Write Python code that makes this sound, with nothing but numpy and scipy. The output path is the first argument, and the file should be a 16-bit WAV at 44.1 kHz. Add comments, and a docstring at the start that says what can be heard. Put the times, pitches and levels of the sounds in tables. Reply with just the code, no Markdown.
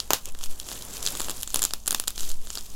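"""Bubble wrap in the hands

Close to the microphone, in a small room, the film gives two hard pops, then slides through the fingers
with a fine crinkle and one scuff while its creases buckle in runs of sharp snaps. Each pop or snap is a
click and a flutter that ring a facet of the film; the crinkle is thousands of tiny creases giving way.
Under it lie a slow swell of rumble, room tone and a faint hum."""
import sys
import numpy as np
from scipy import signal
from scipy.fft import rfft, irfft, next_fast_len
from scipy.io import wavfile

SR = 44100
rng = np.random.default_rng(int(sys.argv[2]) if len(sys.argv) > 2 else 0)


def log_audio(samples):
    """Write samples as a 16-bit WAV file to the path given in sys.argv[1]."""
    # one column per channel
    frames = np.atleast_2d(samples).T
    # limit to full scale, then quantise
    limited = np.clip(frames, -1, 1)
    pcm = np.round(limited * 32767).astype(np.int16)
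    wavfile.write(sys.argv[1], SR, pcm)


N = 121275

# The hum's tones. Each row: pitch in Hz, rms level in dB.
HUM_TONES = [(53, -51), (99.7, -63.5), (221, -62.5)]
# The rumble's fader as the hands move. Each row: time in seconds, level in dB before its trim.
RUMBLE_FADER = [(0, -26), (.15, -38), (.3, -28.5), (.5, -26.5), (.65, -44), (1.05, -36), (1.45, -34),
                (1.65, -27.5), (1.8, -31), (2.08, -40), (2.33, -19.5), (2.55, -36.5), (2.75, -39)]
# The handling faders. Each row: time in seconds, then treble and low rub levels in dB before their trims.
HANDLING_FADERS = [(0, -47, -55), (.08, -49.5, -60), (.24, -50.5, -62), (.28, -47, -48), (.33, -56.5, -64),
                   (.39, -50, -59), (.44, -36.5, -59), (.48, -51, -61), (.51, -40.5, -52.5),
                   (.56, -49.5, -57), (.64, -47, -54), (.69, -37.5, -48.5), (.75, -41, -46.5),
                   (.78, -40.5, -50.5), (.87, -43, -49), (.96, -35.5, -47.5), (1.01, -42, -45.5),
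                   (1.07, -33.5, -46.5), (1.14, -37.5, -44), (1.21, -35.5, -50), (1.27, -38, -45.5),
                   (1.31, -39, -46.5), (1.34, -42, -51), (1.38, -39, -47), (1.45, -49, -63),
                   (1.52, -42, -66), (1.56, -38.5, -44), (1.65, -42, -51), (1.7, -45, -61),
                   (1.76, -52, -58), (1.83, -52.5, -79), (1.9, -63, -46), (1.96, -39, -55),
                   (2.05, -53, -69), (2.14, -49, -62), (2.2, -34.5, -55), (2.29, -38, -51.5),
                   (2.39, -53.5, -66.5), (2.46, -45, -59), (2.52, -42.5, -65), (2.58, -40, -49),
                   (2.63, -46, -65), (2.75, -47, -57.5)]
# An EQ curve for each layer and for the room's tail. Each row: frequency in Hz, relative gain in dB.
RUMBLE_EQ = [(2, 0), (6, 2.5), (12, -19), (20, -15), (40, -50), (80, -49), (300, -115), (2000, -120)]
ROOM_TONE_EQ = [(15, 0.5), (35, 8), (70, -9), (100, -9.5), (170, -10), (220, -14.5), (400, -18.5),
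                (1000, -19), (2200, -48), (7000, -24), (16000, -36)]
TAIL_EQ = [(100, -3.5), (300, -2), (1200, 5), (2100, -6), (3100, -0.5), (5500, -1), (7200, -1.5),
           (8500, -7.5), (9800, -1.5), (14500, -0.5), (16500, -3.5)]
RUB_EQ = [(60, 4.5), (130, 4.5), (220, 1.5), (400, 3), (700, -2), (1000, -2.5), (1400, -6), (1800, -8.5),
          (2200, -9.5), (4000, -40), (16000, -46)]
CRINKLE_EQ = [(300, -25), (1300, -12), (2100, -12.5), (2500, -7), (3300, -2), (4000, -4), (5500, -2.5),
              (7200, 1), (8500, -3.5), (9800, -3), (11500, -4), (14500, -8), (16000, -12)]
SNAP_EQ = [(100, -11.5), (250, 3), (450, 3), (800, 0.5), (1300, 4), (1750, -2.5), (2150, -16), (2550, -7),
           (3200, 1), (5000, -1.5), (6000, -5), (7400, 0), (8500, -9), (9700, 1), (11500, -1.5),
           (14500, -4.5), (16000, -19)]
POP_EQ = [(60, -3), (150, -10), (300, 2), (500, 3.5), (1000, 4), (1300, 1.5), (2000, -6.5), (3000, -2),
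          (5500, 6), (7300, 2.5), (8500, -1.5), (10500, -6.5), (14500, 4.5), (16500, -14)]
# Cues for the buckling creases and the hard pops. Each row: start in seconds, crack level in dB before
# any trim, body and fizz levels in dB relative to the crack, ring pitch in Hz.
SNAP_CUES = [(0.0021, -17, -17.5, -17, 4460), (0.2564, -29, -22, -2, 6760),
             (0.3219, -46.5, -11, 6.5, 11000), (0.3497, -38.5, 1, -8, 3560), (0.3891, -37.5, -16, -1, 7160),
             (0.4112, -34.5, -4.5, -13, 3230), (0.4323, -35.5, -4, -14, 3260),
             (0.4387, -23.5, -19, -10, 6500), (0.4595, -34, -10, -3, 6860),
             (0.5994, -28.5, -34, -4.5, 6500), (0.6001, -28.5, -20, -12, 5260),
             (0.6877, -28.5, -7, -17, 6800.0), (0.7161, -29, -4.5, -15, 4300.0),
             (0.7317, -31.5, -18, -9, 7150), (0.8507, -44.5, -6, 12.5, 11000),
             (1.0282, -25.5, -16, -5, 6700.0), (1.0532, -27, -22, -5, 6400), (1.064, -14.0, -26, -19, 5940),
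             (1.0735, -19, -15, -22, 3700), (1.075, -22.5, -28, -21, 4400), (1.0854, -24, -15, -16, 6450),
             (1.1521, -25.5, -5, -21, 7300.0), (1.1984, -26, -2, -4, 7500.0),
             (1.2042, -23.5, 0, -4, 7400.0), (1.2171, -25, -9, -2, 6600.0),
             (1.2456, -27.5, -11.5, -15, 6740), (1.2845, -35.5, 9, -7, 3000.0),
             (1.2964, -24.5, 0, -2, 7650), (1.3061, -27.5, -11, 0, 6940), (1.3118, -32.5, -19, 2, 7100),
             (1.4122, -38, -22, 5, 10300), (1.4241, -34.5, -15, 5, 9900.0), (1.4319, -24.0, -17, 2.5, 2900),
             (1.4758, -24.5, -14, -13, 7500), (1.504, -30.5, -13, -6, 6700), (1.5442, -19, -6.5, 5, 9000),
             (1.559, -16, -9, -3.5, 7150), (1.5724, -32, -17, 7, 9800.0), (1.5927, -22, -14, -4, 9600),
             (1.6196, -21.5, -10, -1, 7100.0), (1.6214, -19, -13.5, -1, 7100.0),
             (1.6293, -17.5, -16, -3, 7100.0), (1.6391, -18, -13, 0, 7300.0),
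             (1.6512, -15.5, -10.5, -1, 6950), (1.7084, -26.5, -9, -20, 4280),
             (1.7363, -19, -7.5, -2, 5160), (1.8602, -34, -9, -1, 7100.0), (1.8687, -28, -14, -2, 7500.0),
             (1.8776, -18, -11, 1.5, 7400), (1.8809, -22.5, -7.5, 5, 9400), (1.9084, -17, -11, 0, 7600),
             (1.9196, -23.5, -13, -1.0, 4300), (1.9275, -27.5, 0.5, 7, 9700.0), (1.9471, -17, -7, -2, 7000),
             (1.9482, -20, -4, -18, 3720), (1.9988, -18.5, -10.5, -0.5, 9700),
             (2.0389, -34.5, -3, -3, 3280), (2.075, -26.5, -8.5, -2, 7340), (2.0789, -18, -10.5, -17, 3830),
             (2.081, -20, -20.5, 1.5, 8000), (2.1054, -32.5, -10, 3.5, 4200.0),
             (2.1789, -25, -9.5, -11, 4030), (2.1963, -27, -16, -13, 7840), (2.2071, -26, -15, -4, 6900.0),
             (2.2322, -31, -5.5, -4, 7100.0), (2.3023, -29.5, -14, -8, 6000), (2.3159, -28, -21, -9, 7600),
             (2.4718, -32.5, -9.5, -27, 8300), (2.5034, -23.5, -12.5, -29, 7800),
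             (2.5539, -26, -18, -4.5, 5170), (2.574, -23.5, -9, -25, 4630), (2.5831, -26, -14, -22, 4800)]
POP_CUES = [(.106, -16, 4, -3, 7040), (.1338, -9.5, -4.5, -3, 2900)]

RUMBLE_TRIM_DB, RUB_TRIM_DB, HISS_TRIM_DB, CRINKLE_TRIM_DB, POP_TRIM_DB = 2, 1.5, -5.5, -2, 1
ROOM_TONE_DB, ROOM_T60_S, PREDELAY_S = -50.5, .15, .002
BODY_TOP_HZ, FIZZ_FROM_HZ = 2100, 8600   # the crack lies between them
BEND_HZ, BEND_Q = 7100, 1.5
GRAINS_PER_S, GRAIN_SPREAD_DB, CLUMP_S, CLUMP_DB = 4500, 6, .0036, 4
FACET_LOW_HZ, FACET_HIGH_HZ, FACET_Q, FACET_RING_DB = 1210, 14600, 8.3, 15.5
GRIP_SHIFT_S, GRIP_SHIFT_DB = .029, 1.5   # the grip shifts from facet to facet
FLUTTER_S, FLUTTER_SHARE, FLUTTER_FROM_HZ = .00039, .6, 1500   # the film flutters after it gives way
SNAP_RING_DB, SNAP_RING_Q = 8.5, 5.1


def from_db(db):
    """Decibels to gain."""
    return 10 ** (np.asarray(db) / 20)


def unit_rms(x):
    """Scale to an rms of 1."""
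    return x / np.sqrt(np.mean(x ** 2) + 1e-20)


def faders(rows):
    """The position of each fader at every sample."""
    times, *columns = np.transpose(rows)
    return [np.interp(np.arange(N) / SR, times, column) for column in columns]


def drift(step_s, size=4096):
    """A random value every step, joined by straight lines."""
    return np.interp(np.arange(N) / SR / step_s, np.arange(size), rng.standard_normal(size))


def resonance(x, hz, q):
    """The part of a sound that rings at one pitch."""
    return signal.lfilter(*signal.iirpeak(min(hz, .45 * SR), q, fs=SR), x + 1e-18)


def three_bands(x):
    """Split a sound into low body, crack and high fizz."""
    bands = (BODY_TOP_HZ, "low"), ([BODY_TOP_HZ, FIZZ_FROM_HZ], "band"), (FIZZ_FROM_HZ, "high")
    return [signal.sosfilt(signal.butter(4, hz, kind, fs=SR, output="sos"), x + 1e-18)
            for hz, kind in bands]


def equalise(x, eq):
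    """Minimum-phase EQ: nothing rings ahead of an attack."""
    size = 2 * next_fast_len(len(x))
    hz, db = np.transpose(eq)
    bin_hz = np.arange(size // 2 + 1) * SR / size
    gain = from_db(np.interp(np.log(bin_hz + 1e-9), np.log(hz), db))
    cepstrum = irfft(np.log(gain))
    cepstrum[1:size // 2] *= 2
    cepstrum[size // 2 + 1:] = 0
    return irfft(rfft(x, size) * np.exp(rfft(cepstrum)))[:len(x)]


def noise(eq):
    """Noise shaped by an EQ curve, rms 1."""
    return unit_rms(equalise(rng.standard_normal(N), eq))


def background():
    """The bed: rumble that swells as the hands move, steady room tone and hum."""
    t = np.arange(N) / SR
    hum = sum(from_db(db) * np.sqrt(2) * np.sin(2 * np.pi * (hz * t + rng.random()))
              for hz, db in HUM_TONES)
    swell_db, = faders(RUMBLE_FADER)
    rumble = from_db(swell_db + RUMBLE_TRIM_DB) * noise(RUMBLE_EQ)
    return rumble + from_db(ROOM_TONE_DB) * noise(ROOM_TONE_EQ) + hum


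def in_room(x, wet_db):
    """The direct sound and a diffuse tail: the room stores each band's energy and lets it die away."""
    kept = from_db(-60 / (ROOM_T60_S * SR)) ** 2
    tail = 0
    for band, diffuse in zip(three_bands(x), three_bands(noise(TAIL_EQ))):
        energy = signal.lfilter([1 - kept], [1, -kept], band ** 2)
        tail = tail + unit_rms(diffuse) * np.sqrt(energy)
    return x + from_db(wet_db) * np.pad(tail, (int(PREDELAY_S * SR), 0))[:N]


def through_film(x):
    """Bending waves near one pitch arrive late, smearing each click."""
    return x - 2 * resonance(x, BEND_HZ, BEND_Q)


def scuff(centre_s, length_s, level_db, hz, q):
    """A fingertip scuffs the film: a short swell of friction through one resonance."""
    stroke = np.maximum(1 - (2 * (np.arange(N) / SR - centre_s) / length_s) ** 2, 0)
    friction = resonance(resonance(rng.standard_normal(N), hz, q), hz, q)
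    return from_db(level_db) * stroke * unit_rms(friction)


def crinkle(facets=16):
    """Tiny creases give way in random clumps, each ringing one small facet of film; rms 1."""
    fires = rng.random(N) < GRAINS_PER_S / SR
    grain_db = CLUMP_DB * drift(CLUMP_S) + GRAIN_SPREAD_DB * np.minimum(rng.exponential(1, N), 3.3)
    grains = fires * from_db(grain_db) * rng.choice([-1, 1], N)
    facet_hit = rng.integers(0, facets, N)
    out = np.zeros(N)
    for facet, hz in enumerate(np.geomspace(FACET_LOW_HZ, FACET_HIGH_HZ, facets)):
        grip = from_db(GRIP_SHIFT_DB * drift(GRIP_SHIFT_S))
        clicks = grains * (facet_hit == facet) * grip
        out += clicks + from_db(FACET_RING_DB) * resonance(clicks, hz, FACET_Q)
    return unit_rms(equalise(through_film(out), CRINKLE_EQ))


def rustle():
    """Film slides over film and skin: a grainy crinkle, a smooth hiss and a dull rub."""
    treble_db, rub_db = faders(HANDLING_FADERS)
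    grains = in_room(from_db(treble_db + CRINKLE_TRIM_DB) * crinkle(), wet_db=-18)
    hiss = from_db(treble_db + HISS_TRIM_DB) * noise(CRINKLE_EQ)
    rub = from_db(rub_db + RUB_TRIM_DB) * noise(RUB_EQ)
    return grains + hiss + rub


def snap(eq, crack_db, body_db, fizz_db, ring_hz, size=512):
    """The film gives way: a click and a short flutter spread through it and ring one facet."""
    t = np.arange(size) / SR
    flutter = rng.standard_normal(size) * np.exp(-t / FLUTTER_S) * (1 - np.exp(-2 * t / FLUTTER_S))
    flutter = signal.lfilter(*signal.butter(1, FLUTTER_FROM_HZ, "high", fs=SR), flutter)
    attack = FLUTTER_SHARE * flutter / np.linalg.norm(flutter)
    attack[0] += 1   # the click
    smeared = through_film(attack)
    ringing = smeared + (from_db(SNAP_RING_DB) - 1) * resonance(smeared, ring_hz, SNAP_RING_Q)
    bands = zip(three_bands(equalise(ringing, eq)), (body_db, 0, fizz_db))
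    out = sum(from_db(crack_db + db) * band / np.linalg.norm(band) for band, db in bands)
    return out * np.sqrt(SR / 1000)   # band levels count as rms over a millisecond


def snap_run(cues, eq, slip_db, slip_lead_s=.0009):
    """A snap or pop on every cue, led by a weak slip of the film just before it gives."""
    out = np.zeros(N + SR)
    for cue_s, *voicing in cues:
        for lead_s, db in ((slip_lead_s * rng.uniform(.4, 1.6), slip_db), (0, 0)):
            hit = from_db(db) * snap(eq, *voicing)
            start = max(int((cue_s - lead_s) * SR), 0)
            out[start:start + len(hit)] += hit
    return out[:N]


def scene():
    """The mono mix: pops and snapping creases up front, scuff and rustle behind, the bed underneath."""
    pops = from_db(POP_TRIM_DB) * in_room(-snap_run(POP_CUES, POP_EQ, slip_db=-23), wet_db=-9)
    creases = in_room(snap_run(SNAP_CUES, SNAP_EQ, slip_db=-12.5), wet_db=-13)
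    fingertip = scuff(centre_s=.284, length_s=.045, level_db=-49.5, hz=2740, q=3.5)
    return (pops + creases + fingertip + rustle() + background())[None]


def record(dry, dip_db=-1.5, cutoff_hz=15900):
    """The microphone scoops the upper mids a little, clips the loudest peaks and cuts the very top."""
    scooped = dry + (from_db(dip_db) - 1) * resonance(dry, hz=2180, q=6.3)
    high_cut = signal.ellip(12, .2, 95, cutoff_hz, fs=SR, output="sos")
    return signal.sosfilt(high_cut, np.clip(scooped, -1, 1))


dry = scene()
out = record(dry)
log_audio(out)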